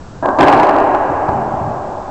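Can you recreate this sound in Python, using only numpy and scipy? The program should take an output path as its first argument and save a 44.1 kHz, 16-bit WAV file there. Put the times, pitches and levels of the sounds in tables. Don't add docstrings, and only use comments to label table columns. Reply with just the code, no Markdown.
import sys
import numpy as np
from scipy import signal
from scipy.fft import rfft, irfft
from scipy.io import wavfile

SR = 44100
rng = np.random.default_rng(int(sys.argv[2]) if len(sys.argv) > 2 else 0)


def wav_record(signal):
    frames = np.transpose(np.atleast_2d(signal))
    bounded = np.clip(frames, -1, 1)
    quanta = np.round(bounded * 32767).astype(np.int16)
    wavfile.write(sys.argv[1], SR, quanta)


def how_loud(loudness_db):
    steps = np.asarray(loudness_db, float) / 20
    return 10 ** steps


N = 92610


def evened(x):
    return x / np.sqrt(np.mean(x ** 2) + 1e-20)


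def read(points, hz):
    f, value = np.transpose(points)
    return np.interp(np.log(hz + 1), np.log(f + 1), value)


def add(mix, s, sound):
    part = mix[round(s * SR):][:len(sound)]
    part += sound[:len(part)]


def colour(x, points):
    gain = how_loud(read(points, np.fft.rfftfreq(len(x), 1 / SR)))
    return irfft(rfft(x) * gain, len(x))


def ring(hz, db, t60, t):
    return how_loud(db - 60 * t / t60) * np.sin(2 * np.pi * hz * t)


def hall_air():
    # (frequency [Hz], level [dB per Hz])
    hum_density = [(20, -8), (64, -3.5), (140, -3.5), (230, -12), (900, -17), (1650, -23.5), (1950, -34),
                   (8000, -37.5)]
    return how_loud(-33) * evened(colour(rng.standard_normal(N), hum_density))


def court(direct_db):
    # (frequency [Hz], reverberation time t60 [s])
    decay_times = [(60, 0.4), (150, 0.4), (300, 4.82), (800, 5.61), (1600, 3.84), (2600, 3.13), (4000, 1.8),
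                   (8000, 1.1)]
    # (delay [s], gain against the direct sound)
    first_echoes = [(.0031, .9), (.0057, -1.1), (.0093, 1.1), (0.0139, -0.33), (.0178, .45)]
    build_s, flutter_s, flutter_db, flutter_fade_s = 0.0067, 0.065, -0.5, 0.59
    spacing = 20
    taps, t = np.zeros(2 * N), np.arange(2 * N) / SR
    at = np.arange(0, 2 * N - spacing, spacing)
    taps[at + rng.integers(0, spacing, len(at))] = rng.choice([-1., 1.], len(at))

    hz, frame_s, spectrum = signal.stft(taps, SR, nperseg=1024)
    decay = how_loud(-60 * frame_s / read(decay_times, hz)[:, None])
    tail = signal.istft(spectrum * decay, SR, nperseg=1024)[1][:2 * N]

    flutter = flutter_db * np.exp(-t / flutter_fade_s) * np.cos(2 * np.pi * t / flutter_s)
    tail = tail * how_loud(flutter) * (1 - np.exp(-t / build_s))
    front = 1. * (t == 0)
    for s, gain in first_echoes:
        front[round(s * SR)] = gain
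    return tail / 15 + how_loud(direct_db + 16) * front


def steps():
    # (time [s], level [dB], floor pitch [Hz], t60 [s])
    footfalls = [(.01, -41, 101.7, 0.15), (1.10, -34, 99.4, 0.54), (1.284, -33, 206, 0.18),
                 (1.288, -26.5, 94, 0.35), (1.35, -35, 163.6, 0.82), (1.446, -44.5, 140, 0.28),
                 (1.537, -32.5, 107.8, 0.21), (1.612, -30.5, 105.9, 0.57), (1.675, -33, 152.7, 0.55),
                 (1.889, -36.5, 147.8, 0.1)]
    wet_db, mode_spread, rise_s = 11, 0.288, 0.0029
    out, t = np.zeros(N), np.arange(SR // 2) / SR
    for s, db, hz, t60 in footfalls:
        jitter = 0.37 * rng.uniform(-0.925, 1, 5)
        ratios = np.exp(mode_spread * (np.linspace(-1, 1, 5) + jitter))
        thud = sum(ring(hz * k, db, t60 / k, t) for k in ratios)
        add(out, s, thud * np.minimum(t / rise_s, 1))
    boom = signal.fftconvolve(out, court(direct_db=-61))[:N] / 10
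    return out + how_loud(wet_db) * boom


def blow(low_db, crack_db):
    # (frequency [Hz], level [dB], t60 [s])
    shell_modes = [(640.6, 9, 0.012), (778.4, 11, 0.014), (951.7, 4.5, 0.011), (1646, -9.5, 0.06),
                   (1250, -13, 0.011)]
    # (frequency [Hz], level [dB], t60 [s])
    low_modes = [(304.7, 4, 0.028), (374.4, -0.5, 0.039), (140, -6, 0.074), (73, -8, 0.057)]
    contact_s, crack_rise_s = 0.0011, 0.00033
    t = np.arange(4000) / SR
    tune = 1 + 0.034 * rng.standard_normal()
    shell = sum(ring(hz * tune, db, t60, t) for hz, db, t60 in shell_modes)
    inside = sum(ring(hz * tune, db + low_db, t60, t) for hz, db, t60 in low_modes)
    crack = ring(2860, crack_db + 29.5, 0.0024, t)
    snap = ring(3930, crack_db + 23, 0.0034, t)
    body = (shell + inside) * np.minimum(t / contact_s, 1)
    return (body + (crack + snap) * np.minimum(t / crack_rise_s, 1)) / 4


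def ball():
    # (time [s], level [dB], low ring [dB], crack [dB], direct sound [dB])
    ball_hits = [(.226, -3.5, -1.5, -25.5, -31), (.3868, 3.5, -1, -9, -30), (.455, -4, -12.5, -6.5, -39),
                 (1.2836, -25.5, -1, -20, -7.5)]
    # (time [s], level [dB])
    wall_returns = [(.250, -24), (.279, -21.5), (.4, -11), (.424, -15.5), (.472, -15.5), (.518, -16.5),
                    (.552, -20), (.594, -18.5), (.621, -21.5), (.683, -20.5), (.759, -26), (.806, -20),
                    (.934, -24.5)]
    scatter_s = 0.0078
    out, t = np.zeros(N), np.arange(1500) / SR

    earlier = signal.fftconvolve(blow(low_db=-14, crack_db=-32), court(direct_db=-30))[SR:]
    add(out, 0, how_loud(-49) * earlier)
    for s, db, low_db, crack_db, direct_db in ball_hits:
        add(out, s, how_loud(db) * signal.fftconvolve(blow(low_db, crack_db), court(direct_db)))
    for s, db in wall_returns:
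        sparse = rng.standard_normal(len(t)) * (rng.random(len(t)) < .05)
        bunch = sparse * t / scatter_s * np.exp(-t / scatter_s)
        add(out, s, how_loud(db + 7.5) * np.convolve(bunch, blow(low_db=1, crack_db=-27)))
    return out


def muffle(sound):
    # (frequency [Hz], gain [dB])
    mic_response = [(30, -11), (200, 9), (480, 14), (1200, 14), (1800, 10.5), (2100, 0), (3000, -9.5),
                    (8000, -19)]
    taps = irfft(how_loud(read(mic_response, np.fft.rfftfreq(1024, 1 / SR))))
    return signal.oaconvolve(sound, np.roll(taps, 512) * np.hanning(1024), "same")


def scene():
    air = hall_air()
    return (muffle(ball() + steps()) + air)[None]


def band_limit(x):
    return signal.sosfilt(signal.butter(12, 16260, fs=SR, output="sos"), x)


def record(dry):
    offset, preamp_limit, edge_hz, ceiling = -.0085, .722, 8100, .712
    overloaded = np.clip(dry + offset, -preamp_limit, preamp_limit)
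    low_pass = signal.firwin(255, edge_hz, window=("kaiser", 9), fs=SR)[None]
    narrow = signal.oaconvolve(overloaded, low_pass, "same")
    return band_limit(np.clip(narrow, -ceiling, ceiling))


dry = scene()
out = record(dry)
wav_record(out)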